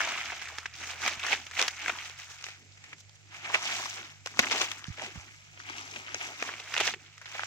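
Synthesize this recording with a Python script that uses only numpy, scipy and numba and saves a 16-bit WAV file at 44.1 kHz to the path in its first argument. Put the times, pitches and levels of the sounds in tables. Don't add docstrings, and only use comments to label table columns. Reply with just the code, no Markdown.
import sys
import numpy as np
from scipy import signal
from scipy.fft import rfft, irfft
from scipy.io import wavfile
from scipy.ndimage import uniform_filter1d
from numba import njit

SR = 44100
rng = np.random.default_rng(int(sys.argv[2]) if len(sys.argv) > 2 else 0)


def to_linear_factor(level_db):
    exponent = np.asarray(level_db, float) / 20
    return 10 ** exponent


def generate_wav(signal):
    frames = np.transpose(np.atleast_2d(signal))
    scaled = np.clip(frames, -1, 1) * 32767
    pcm = np.round(scaled).astype(np.int16)
    wavfile.write(sys.argv[1], SR, pcm)


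N = 329148

# [t/s, left minus right level/dB, left port lag/samples]
HAND_PLACE = [(0, -0.5, 2), (1, -1.5, -1), (2, -0.5, -1), (2.7, 0, -7.5), (3.5, -0.97, -7), (4.7, 1.5, -6),
              (5.2, -1, -7), (5.7, 2, -11.5), (6.2, 1.5, -9.5), (6.7, -2, -0.5), (7.46, -1, -7)]
# [t/s, level/dB]
WIND_GUSTS = [
    (0, -66),
    (1.2, -66.5),
    (2, -69.5),
    (4, -71),
    (4.5, -68.5),
    (5.5, -70),
    (6.7, -70),
    (7.46, -72.5),
]
# [f/Hz, level/dB per Hz]
FIELD_SPECTRUM = [(21, -59), (35, -41.5), (98, -9), (239, -26), (758, -19.5), (1200, -29.5), (2220, -17.5),
                  (3530, -23.5), (6360, -21), (7610, -21), (9340, -56.5), (14400, -51), (16000, -56)]
# [t/s, firing f/Hz, level/dB]
ENGINE_SPEED = [
    (0.0, 75.3, -67.5),
    (0.62, 82.2, -61.5),
    (1.52, 86.98, -64.5),
    (1.93, 87.15, -64.5),
    (2.8, 99.5, -65),
    (4.61, 99.27, -63),
    (7.29, 100.7, -66),
    (7.46, 103, -64),
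]
# [multiple of firing rate, level/dB]
ENGINE_ORDERS = [
    (.5, -14),
    (1, 4),
    (1.5, -3.5),
    (2, -21.5),
]
# [t/s, peak level/dB, f/Hz, t60/s]
SOIL_THUDS = [
    (1.17, -39.5, 90, 0.0346),
    (4.393, -25.5, 228.4, 0.0345),
    (4.881, -27, 140, .03),
    (4.899, -26.5, 95, 0.038),
    (5.156, -34, 156.4, 0.0293),
    (5.172, -29, 85, 0.0385),
]
# [peak t/s, level/dB]
STALK_BRUSHES = [(.84, -57), (1.09, -56.5), (1.35, -55), (1.9, -56), (2.62, -65), (2.9, -64), (3.27, -67),
                 (3.8, -58), (4.0, -59), (4.42, -44), (4.54, -45.5), (4.77, -62), (5.04, -54),
                 (5.24, -61.5), (5.6, -63), (5.7, -57), (5.82, -56), (5.97, -54.5), (6.15, -57),
                 (6.29, -56.5), (6.43, -53), (6.53, -57), (6.93, -54.5)]
# [f/Hz, level/dB per Hz]
HUSK_SPECTRUM = [(120, -37), (200, -9.5), (366, -11), (465, -26), (709, -3.5), (1060, -4), (1270, 4.5),
                 (1910, 6), (2210, 10), (4350, -4), (6170, 0.5), (7700, -7), (9000, -20.5), (14900, -24),
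                 (16000, -15)]
# [f/Hz, gain/dB]
PORT_RESPONSE = [(120, -27.5), (400, -5), (2600, 2), (4300, -1.5), (6300, 3.5), (7800, -4.5), (9200, -12.5),
                 (16000, -18)]
# [t/s, starting rms level/dB,
# length/s, centre f/Hz]
LEAF_CRUMPLES = [(0.003, -35, 0.0537, 1410), (0.048, -43, 0.17, 1188), (0.075, -48, 0.17, 3970),
                 (0.075, -32, 0.011, 2000), (0.243, -45.5, 0.1746, 3940), (0.32, -37, 0.0246, 2340),
                 (0.473, -47, 0.1794, 1406), (0.659, -38.5, 0.0121, 4710), (0.736, -48, 0.176, 4740),
                 (0.81, -42.5, 0.0128, 700), (0.811, -41.5, 0.0485, 2340), (0.902, -43.5, 0.1, 990),
                 (1.02, -37, 0.162, 1394), (1.012, -38.5, 0.0257, 5600), (1.063, -29.5, 0.025, 1980),
                 (1.104, -36, 0.049, 3960), (1.112, -36.5, 0.0126, 830), (1.227, -35, 0.181, 2360),
                 (1.284, -38, 0.0258, 697), (1.338, -26.0, 0.01233, 2820), (1.533, -39.5, 0.0129, 2350),
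                 (1.583, -32, 0.0508, 3330), (1.586, -29.0, 0.0994, 1980), (1.6, -29, 0.0129, 992),
                 (1.637, -40, 0.0237, 590), (1.681, -30, 0.0116, 1980), (1.708, -39.5, 0.012, 4710),
                 (1.769, -42, 0.179, 2340), (1.865, -41, 0.1833, 1190), (1.896, -30.5, 0.0121, 1980),
                 (1.984, -40, 0.1, 2800), (2.053, -37.5, 0.012, 2350), (2.103, -44, 0.0253, 2350),
                 (2.284, -49.5, 0.0995, 1400), (2.439, -40, 0.0254, 4710), (2.716, -57, 0.051, 4200),
                 (3.543, -31.5, 0.05, 990), (3.565, -36, 0.0252, 3330), (3.623, -38.5, 0.153, 5960),
                 (3.64, -34.5, 0.1846, 2980), (3.685, -36.5, 0.1003, 1400), (3.789, -35.5, 0.025, 990),
                 (3.947, -44, 0.1816, 3320), (3.966, -48.5, 0.1806, 1174), (3.966, -41.5, 0.025, 833),
                 (4.334, -48, 0.051, 1180),
                 (4.394, -26, 0.01186, 5630), (4.397, -31.5, 0.0493, 3300), (4.397, -28, 0.01146, 990),
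                 (4.433, -30.5, 0.183, 2393), (4.439, -36.5, 0.0503, 834), (4.517, -37, 0.181, 990),
                 (4.523, -24, 0.0128, 3960), (4.526, -29, 0.0114, 1980), (4.568, -36, 0.183, 2820),
                 (4.577, -32, 0.05, 4660), (4.604, -33, 0.048, 830), (4.607, -32.5, 0.0485, 2350),
                 (4.729, -50.5, 0.05, 700), (4.762, -49.0, 0.185, 1670), (4.867, -47.5, 0.0504, 4710),
                 (4.978, -44, 0.1, 705), (4.981, -40.5, 0.176, 2350), (5.035, -43, 0.047, 4710),
                 (5.056, -45.5, 0.0478, 700), (5.157, -50, 0.101, 990), (5.594, -49, 0.049, 4710),
                 (5.783, -47.5, 0.183, 5640), (5.789, -49.5, 0.181, 988), (5.953, -50.5, 0.1785, 834),
                 (6.064, -41.5, 0.1002, 2340), (6.145, -33, 0.01245, 2350), (6.181, -45, 0.05, 5600),
                 (6.301, -46, 0.05, 700), (6.393, -38, 0.0252, 1980), (6.408, -39, 0.012, 3960),
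                 (6.438, -42.5, 0.181, 990), (6.477, -40, 0.1, 2350), (6.492, -36, 0.0124, 1180),
                 (6.63, -50, 0.102, 830), (6.672, -41.5, 0.0258, 2350), (6.738, -35.0, 0.025, 1400),
                 (6.798, -30, 0.0122, 588), (6.83, -32.5, 0.1, 2800), (6.813, -27.5, 0.0116, 3330),
                 (6.842, -36, 0.101, 4670), (6.857, -32.5, 0.012, 2350), (6.884, -28.5, 0.012, 1980),
                 (7.04, -55.5, 0.176, 3330), (7.256, -44.5, 0.05, 2810), (7.345, -40, 0.1003, 2350),
                 (7.42, -38, 0.026, 2350), (7.441, -38, 0.0116, 5600)]
# [t/s, peak level/dB, ring f/Hz]
VEIN_CLICKS = [(0.4218, -27, 2000), (1.0041, -22.5, 1370), (1.0365, -22, 1680), (1.062, -15.5, 2150),
               (1.0934, -19, 2220), (1.3183, -10.5, 2810), (1.3363, -16.5, 2172), (2.189, -29.5, 2830),
               (2.2732, -36.5, 1646), (2.3154, -31, 6170), (2.3591, -37.5, 1916), (2.4934, -30, 2950),
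               (2.546, -39, 1760), (2.575, -43, 1610), (2.8894, -45, 1850), (3.05, -43.5, 2697),
               (3.3447, -32, 1850), (3.4959, -24, 2710), (3.6281, -22.5, 1789), (3.6468, -22, 3030),
               (4.3913, -4.5, 2290), (4.572, -16, 3020), (6.7425, -12, 2085), (6.7518, -14, 2200),
               (6.775, -14, 3030), (6.8008, -12, 2480), (6.8093, -8.5, 2220), (6.8423, -17, 2090),
               (6.8498, -16.5, 2650), (6.8584, -16, 3010), (6.8854, -18.5, 2900)]
FIRST_EAR_PULLS = [(0.0, -33, 0.1, 0.12, -10), (0.34, -45.5, 1.3, 0.03, -5), (0.477, -53, 0.14, 0.4, -8),
                   (0.608, -47.5, 1.67, 0.06, 1.17), (0.688, -51.5, -0.46, 0.6, -8.5),
                   (0.755, -46, 0.0536, 1.685, -1), (0.916, -36.5, 0.1849, 0.0457, -3),
                   (1.065, -26.5, 0.09, 0.11, -5), (1.275, -36, 0.08, 0.27, -5),
                   (1.342, -27, 0.1848, 0.0058, -7.5), (1.353, -39, 0.1131, 0.12, -2.5),
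                   (1.564, -43, 0.1, 0.16, -4), (1.593, -27.9, 0.0532, 0.1476, -2.5),
                   (1.881, -33.5, 0.2156, 0.1476, -5.5), (2.06, -42, 0.5, 0.1828, -1.5),
                   (2.2, -42.5, 0.07, 0.1318, -2), (2.31, -44.5, 0.06, 0.0831, 3.5),
                   (2.49, -44, 0.29, 0.1637, -3.5), (2.938, -49.5, 0.265, 0.02, -8.5),
                   (3.005, -55, 0.0344, 0.02, 5.5), (3.155, -58.5, 0.07, 0.04, 3)]
# [peak t/s, crackle level/dB, rise/s per 20 dB, fall/s per 20 dB, fine-fibre share/dB]
LATER_PULLS = [(3.343, -41, 0.0573, 0.246, -9.5), (3.45, -34.5, 0.031, 0.16, -12.5),
               (3.552, -32.0, 0.139, 0.092, -6.5), (3.632, -32, 0.051, 0.304, -7),
               (3.767, -33.5, 0.355, 0.299, -0.65), (3.975, -41.5, 0.37, 0.216, -4.5),
               (4.263, -46.5, 0.011, 0.32, -0.5), (4.422, -34.5, 0.078, 0.4, -1.5),
               (4.548, -29.5, 0.065, 0.119, -4), (4.633, -31.5, 0.19, 0.0737, -0.97),
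               (4.703, -40.5, 0.04, 0.139, -0.13), (5.067, -37.5, 0.198, 0.0304, -5.5),
               (5.165, -46.0, 0.62, 0.5, -4), (5.715, -40, 0.192, 0.294, -8.0),
               (5.775, -36.8, 0.058, 0.117, -5), (5.979, -45, 0.6, 0.235, -1.5),
               (6.258, -37, 0.375, 0.197, -6.5), (6.468, -38.5, 0.268, 0.223, -2.5),
               (6.81, -35.5, 0.072, 0.109, -7.5), (6.882, -32, 0.323, 0.072, -2.5),
               (7.0, -52.5, 0.032, 0.32, -4), (7.368, -38.5, 0.202, 0.486, -5.5)]
# [t/s, peak level/dB, ring f/Hz, tearing time/ms]
EDGE_CRACKS = [(.005, -16, 1580, 1.823), (.014, -22, 2190, 1.12), (.657, -21, 1900, 3.23),
               (.177, -27.5, 2300, 1.75), (.185, -32, 1250, 2.22), (.301, -28, 1830, 1.71),
               (.473, -34, 1590, 2.54), (1.248, -21.5, 1454, 1.127), (1.322, -14, 2540, 4.9),
               (1.576, -23, 2220, 1.42), (1.86, -21.5, 1735, 2.16), (1.881, -19, 2135, 2.7),
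               (2.923, -42.5, 1410, 6.83), (2.93, -30, 2176, 2.45), (3.499, -24.5, 980, 4.9),
               (3.543, -7.5, 2440, 7.02), (4.263, -34, 944, 4), (4.842, -27.5, 3290, 1.38),
               (4.852, -36, 1497, 2.33), (5.6, -33, 1750, 1.66), (5.689, -28.5, 2650, 1.93),
               (5.938, -31, 2740, 2.21), (6.415, -32, 2088, 1.82), (7.434, -21, 1500, 1.2)]
# [t/s, peak level/dB, ring f/Hz, tearing time/ms]
TIP_CRACKS = [(.417, -27.5, 1840, 6.1), (.422, -34.5, 2740, 3.37), (.456, -34, 2170, 4.87),
              (.487, -33, 1690, 2.29), (.63, -41, 1370, 2.4), (.051, -27, 2780, 1.4),
              (1.018, -29.5, 1495, 2.87), (1.077, -16.5, 2075, 3.6), (1.196, -29, 2800, 3.78),
              (1.237, -28.5, 1340, 2.1), (1.265, -23.5, 1640, 2.41), (1.466, -31.5, 2650, 3.58),
              (1.512, -33, 1730, 3.57), (1.68, -16.5, 5690, 3.47), (2.411, -39.5, 2290, 0.92),
              (2.425, -37, 6040, 1.37), (2.441, -27.5, 2930, 0.89), (2.774, -43.5, 2320, 4.1),
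              (2.84, -37, 2250, 4.68), (2.981, -42.5, 6330, 4.8), (4.272, -27, 1770, 1.88),
              (4.716, -23, 2790, 1.413), (5.912, -32.5, 6100, 2.7), (6.739, -21, 2940, 2.8),
              (7.179, -38, 1870, 2.54), (7.258, -36.5, 1820, 2.88)]
# [t/s, peak level/dB, ring f/Hz, tearing time/ms]
RIB_CRACKS = [(.074, -26, 891, 3.39), (.106, -28, 900, 2.12), (.321, -31, 790, 6.77), (.52, -40, 683, 8),
              (.836, -26.5, 2134, 4.63), (1.329, -11, 2380, 2.5), (1.593, -15.5, 2840, 7.6),
              (1.895, -17.5, 2160, 3.35), (1.898, -20, 1306, 3.185), (3.540, -13.5, 1794, 7.9),
              (4.557, -20, 2600, 3.6), (5.574, -36.5, 2630, 2.34), (5.961, -25.5, 2452, 3.7),
              (6.145, -18, 5900, 1.11), (6.211, -24.5, 2510, 4.23), (6.288, -31, 3500, 1.6),
              (6.425, -14, 1706, 1.398), (6.49, -25.5, 1750, 3.02), (6.516, -36, 1720, 1.98),
              (6.538, -29, 2480, 1.81), (6.722, -29.5, 2060, 1.7), (6.765, -17.5, 2370, 1.505),
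              (6.938, -22, 2420, 3.6), (7.35, -32.5, 740, 5.9), (7.394, -22.5, 1455, 1.486)]
# [t/s, peak level/dB, ring f/Hz, tearing time/ms]
LEAF_CRACKS = [(.584, -26.5, 1740, 3.01), (1.615, -13.5, 5940, 1.66), (1.625, -15.5, 3400, 1.6),
               (2.097, -33.5, 2840, 0.896), (2.466, -31.5, 2260, 1.77), (2.486, -32.5, 2090, 2.45),
               (3.094, -43.5, 4285, 2.25), (3.828, -31, 1290, 2.17), (3.857, -26, 1113, 3.75),
               (4.26, -23, 2770, 2.3), (4.372, -33, 1310, 1.68), (4.392, -6, 2377, 3.52),
               (4.512, -15, 2710, 8), (4.613, -12.5, 3132, 5.14), (5.02, -29, 757, 8.88),
               (5.698, -30, 815, 0.79), (6.599, -30, 2800, 4.44), (6.778, -17, 2960, 2.85),
               (6.803, -14, 2570, 3.5), (6.81, -20, 606, 1.68), (6.871, -19, 6130, 2.26),
               (6.876, -18, 2304, 2.12), (7.215, -35.5, 1470, 5.67)]
# [broad-face share/dB, fibre share/dB]
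CRACK_KINDS = [
    (-26, -10),
    (-29, 2),
    (-11, -10.5),
    (-9, 1),
]


def butter(x, order, hz, kind):
    return signal.sosfilt(signal.butter(order, hz, kind, fs=SR, output="sos"), x)


def colour(x, points):
    hz, db = np.transpose(points)
    grid_hz = np.linspace(1, SR / 2, 2049)
    log_gain = np.log(to_linear_factor(np.interp(np.log(grid_hz), np.log(hz), db)))
    cepstrum = irfft(log_gain)
    cepstrum[1:2048] *= 2
    cepstrum[2049:] = 0
    impulse = irfft(np.exp(rfft(cepstrum)))[None, :2048]
    return signal.fftconvolve(x, impulse, axes=1)[:, :N]


def level(x, db):
    return x * to_linear_factor(db) / np.sqrt(np.mean(x ** 2))


def curve(table):
    s, *columns = np.transpose(table)
    return [np.interp(np.arange(N) / SR, s, c) for c in columns]


def walk(rate_hz):
    hold = int(SR / rate_hz)
    steps = np.repeat(rng.standard_normal(N // hold + 1), hold)
    return 0.874 * uniform_filter1d(uniform_filter1d(steps, hold), hold)[:N]


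def spurts(rate_hz, spread_db, fade_s):
    u = rng.random((int(rate_hz * N / SR), 2)).T
    kicks = np.bincount((u[0] * N).astype(int), to_linear_factor(-spread_db * np.log(u[1] + 0.055)), N)
    return 1.914 + signal.lfilter([1], [1, -np.exp(-1 / (fade_s * SR))], kicks)


def swells(rows):
    s, db, rise_s, fall_s = np.transpose(rows)[:4, :, None]
    t = np.arange(0, N / SR, 1 / 1000)
    return t, to_linear_factor(db - 20 * np.maximum((s - t) / rise_s, (t - s) / fall_s)) ** 2


@njit
def ring(at, hz, t60, size, rise):
    out = np.zeros(N)
    for k in range(len(at)):
        s = (2j * np.pi * hz[k] - np.log(1000) / t60[k]) / SR
        i = int(np.ceil(at[k]))
        z, p = size[k] * np.exp(s * (i - at[k])), np.exp(s)
        q = np.exp(-hz[k] / (rise * SR))
        lack = q ** (i - at[k])
        for j in range(max(i, 0), min(i + int(t60[k] * SR), N)):
            out[j] += z.imag * (1 - lack)
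            z *= p
            lack *= q
    return out


def ports(at, hz, t60, size, pan_db, stray, rise=0.25):
    lag = np.interp(at / SR, *np.transpose(HAND_PLACE)[[0, 2]]) + stray
    return np.array([ring(at + side * lag, hz, t60, size * to_linear_factor(side * pan_db), rise) for side in (.5, -.5)])


def wind():
    x = butter(rng.standard_normal((2, N)), 2, (45, 170), "bandpass")
    puffs_db = 4.95 * np.array([walk(16), walk(9.6)])
    return level(x * to_linear_factor(puffs_db), 0) * to_linear_factor(curve(WIND_GUSTS)[0] + np.array([[-3.5], [3.5]]))


def field():
    mid, side = rng.standard_normal((2, N))
    side = butter(side, 1, 900, "highpass") + 0.31 * side
    x = (mid + side * np.array([[.7], [-.7]])) * to_linear_factor(np.array([[-1.5], [1.5]]))
    return level(colour(x, FIELD_SPECTRUM), -61.5) * to_linear_factor(3.1 * walk(3.6))


def engine():
    hz, db = curve(ENGINE_SPEED)
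    phase = 2 * np.pi * np.cumsum(hz * (1 + 0.02976 * walk(34))) / SR
    shift = np.array([[.45], [-.45]]) * (1 + 0.3 * walk(20))
    hum = 0
    for order, order_db in ENGINE_ORDERS:
        hum = hum + to_linear_factor(order_db + 3.62 * walk(38)) * np.sin(order * phase + shift)
    return hum * to_linear_factor(db + np.array([[.8], [4.5]]))


def thuds():
    s, db, hz, t60 = np.transpose(SOIL_THUDS)
    blow = butter(ring(s * SR, hz, t60, to_linear_factor(db + 4.5), 0.152), 2, (55, 340), "bandpass")
    return blow * to_linear_factor(np.array([[-5], [3]]))


def brushing():
    rise_s, fall_s = 0.1015, 0.1517
    t, power = swells([(*row, rise_s, fall_s) for row in STALK_BRUSHES])
    return curve(np.transpose([t, np.sqrt(power.sum(axis=0))]))[0]


def stalks(count, turns):
    u, g = rng.random((count, 2)).T, rng.standard_normal((count, 2)).T
    hz = 330 * 2 ** (0.373 * g[0])
    size = to_linear_factor(-2.5 * np.log(u[1] + 0.0105))
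    x = ports(u[0] * N, hz, turns / hz, size, 2 * g[1], 3 * g[1])
    return level(butter(x, 2, (220, 480), "bandpass"), 0.53) * brushing()


def crumples(count, spread_db, turns):
    fade_db, spread_octaves = 12, 0.381
    s, db, length_s, centre_hz = np.transpose(LEAF_CRUMPLES)[:, :, None]
    u, g = rng.random((len(s), count, 2)), rng.standard_normal((len(s), count, 3))
    hz = np.clip(centre_hz * 2 ** (spread_octaves * g[..., 0]), 200, 15000)
    t60 = turns / hz
    uneven = to_linear_factor(-spread_db * np.log(u[..., 1] + 0.0234))
    uneven = uneven / np.sqrt(np.mean(uneven ** 2, axis=1, keepdims=True))
    snap = np.sqrt(4 * np.log(1000) * length_s / (count * t60))
    size = to_linear_factor(db + 1.71 - fade_db * u[..., 0]) * uneven * snap
    at = SR * (s + length_s * u[..., 0])
    pan_db = np.interp(s, *np.transpose(HAND_PLACE)[:2]) + 3 * g[..., 1]
    flat = [np.ravel(v) for v in (at, hz, t60, size, pan_db, 3.06 * g[..., 2])]
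    return colour(ports(*flat, rise=0.228), PORT_RESPONSE)


def cracks(tables, kinds, count, turns):
    rows = [(*row, *kind) for table, kind in zip(tables, kinds) for row in table]
    s, db, ring_hz, tear_ms, face_db, fibre_db = np.transpose(rows)[:, :, None]
    u, g = rng.random((len(s), count, 3)), rng.standard_normal((len(s), count, 4))
    index = np.arange(count)
    part, turn = index % 4, index // 4
    after = 2.8 * ((turn + u[..., 0]) / (count / 4)) ** 1.3 * (index > 3)
    span = (u[:, :1, 2] + turn * (np.sqrt(5) - 1) / 2) % 1 - .5
    octaves = np.choose(part, [0.45, 0.996, 2.264, 1.675])
    hz = np.choose(part, [ring_hz, 640 + 0 * s, 7200 + 0 * s, 1900 + 0 * s]) * 2 ** (octaves * span)
    share_db = np.choose(part, [0 * s, face_db, fibre_db - 0.5, 0 * s - 3.5])
    size = to_linear_factor(db + share_db - 4.44 * after + 0.9 * g[..., 2] + 3.5) * np.sign(u[..., 1] - .5)
    at = SR * (s + after * np.clip(tear_ms, .4, 12) / 1000)
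    t60 = turns * np.choose(part, [1.38, 0.723, 2.144, 0.676]) / hz
    pan_db = np.interp(s, *np.transpose(HAND_PLACE)[:2]) + 5.53 * g[..., 3]
    stray = (1.44 + 1.395 * after) * g[..., 1]
    flat = [np.ravel(v) for v in (at, hz, t60, size, pan_db, stray)]
    return colour(ports(*flat, rise=0.2424), PORT_RESPONSE)


def veins():
    tear_ms, face_db, fibre_db = 0.598, -23.5, -5
    rows = [(*row, tear_ms) for row in VEIN_CLICKS]
    return to_linear_factor(-3.5) * cracks([rows], [(face_db, fibre_db)], count=8, turns=4.33)


def hands():
    rest_db, rest_fibre_db = -72.5, -3
    first_leaf_db, later_leaf_db, leaf_per_db = -14, -12, 0.3082
    pulls = FIRST_EAR_PULLS + LATER_PULLS
    t, power = swells(pulls)
    power = power * to_linear_factor(-3) ** 2
    total = power.sum(axis=0) + to_linear_factor(rest_db) ** 2
    fibre_db = (np.array(pulls)[:, 4] @ power + rest_fibre_db * to_linear_factor(rest_db) ** 2) / total
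    grip_db = 10 * np.log10(total)
    shares_db = np.repeat((first_leaf_db, later_leaf_db), [len(FIRST_EAR_PULLS), len(LATER_PULLS)])
    leaf_db = shares_db @ power / power.sum(axis=0) + leaf_per_db * (grip_db + 45)
    return curve(np.transpose([t, grip_db, leaf_db, fibre_db]))


def crackle(count, spread_db, turns):
    u, g = rng.random((count, 3)).T, rng.standard_normal((count, 3)).T
    at, hz = u[0] * N, 400 + 15000 * u[1] ** 2
    sample = at.astype(int)
    size_class = np.digitize(hz * 1.08 ** g[2], (900, 1500, 2300, 3600, 5500))
    own = np.array([spurts(30, 2.03, 0.0084) for _ in range(6)])[size_class, sample]
    shared = spurts(90, 1.2, 0.0087)[sample] ** 0.42
    size = hz ** 0.818 * to_linear_factor(-spread_db * np.log(u[2] + 0.00098)) * own * shared
    x = colour(ports(at, hz, turns / hz, size, 3 * g[0], 3.04 * g[1]), HUSK_SPECTRUM)
    low = level(butter(x, 3, 900, "lowpass"), 0.76)
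    mid = level(butter(x, 3, (900, 3600), "bandpass"), 0)
    high = level(butter(x, 3, 3600, "highpass"), -0.59)
    grip_db, leaf_db, fibre_db = hands()
    mix = to_linear_factor(leaf_db) * low + mid + to_linear_factor(fibre_db) * high
    return mix * to_linear_factor(grip_db + np.outer([.5, -.5], curve(HAND_PLACE)[0]) + 3.0)


def scene():
    around = wind() + field() + engine() + thuds() + stalks(count=1400, turns=20.7)
    leaves = crumples(count=64, spread_db=3.0, turns=8.9) + veins()
    crack_tables = (EDGE_CRACKS, TIP_CRACKS, RIB_CRACKS, LEAF_CRACKS)
    stiff = cracks(crack_tables, CRACK_KINDS, count=32, turns=5.85)
    return around + leaves + stiff + crackle(count=50000, spread_db=1.4, turns=9.13)


def top_cut(x):
    return signal.sosfilt(signal.butter(12, 16420, fs=SR, output="sos"), x)


def record(dry):
    soft = np.tanh(1.0276 * dry) / 1.175
    soft = butter(soft, 2, 35, "highpass")
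    soft = signal.sosfilt(signal.ellip(8, .2, 60, 15700, fs=SR, output="sos"), soft)
    return top_cut(soft)


dry = scene()
out = record(dry)
generate_wav(out)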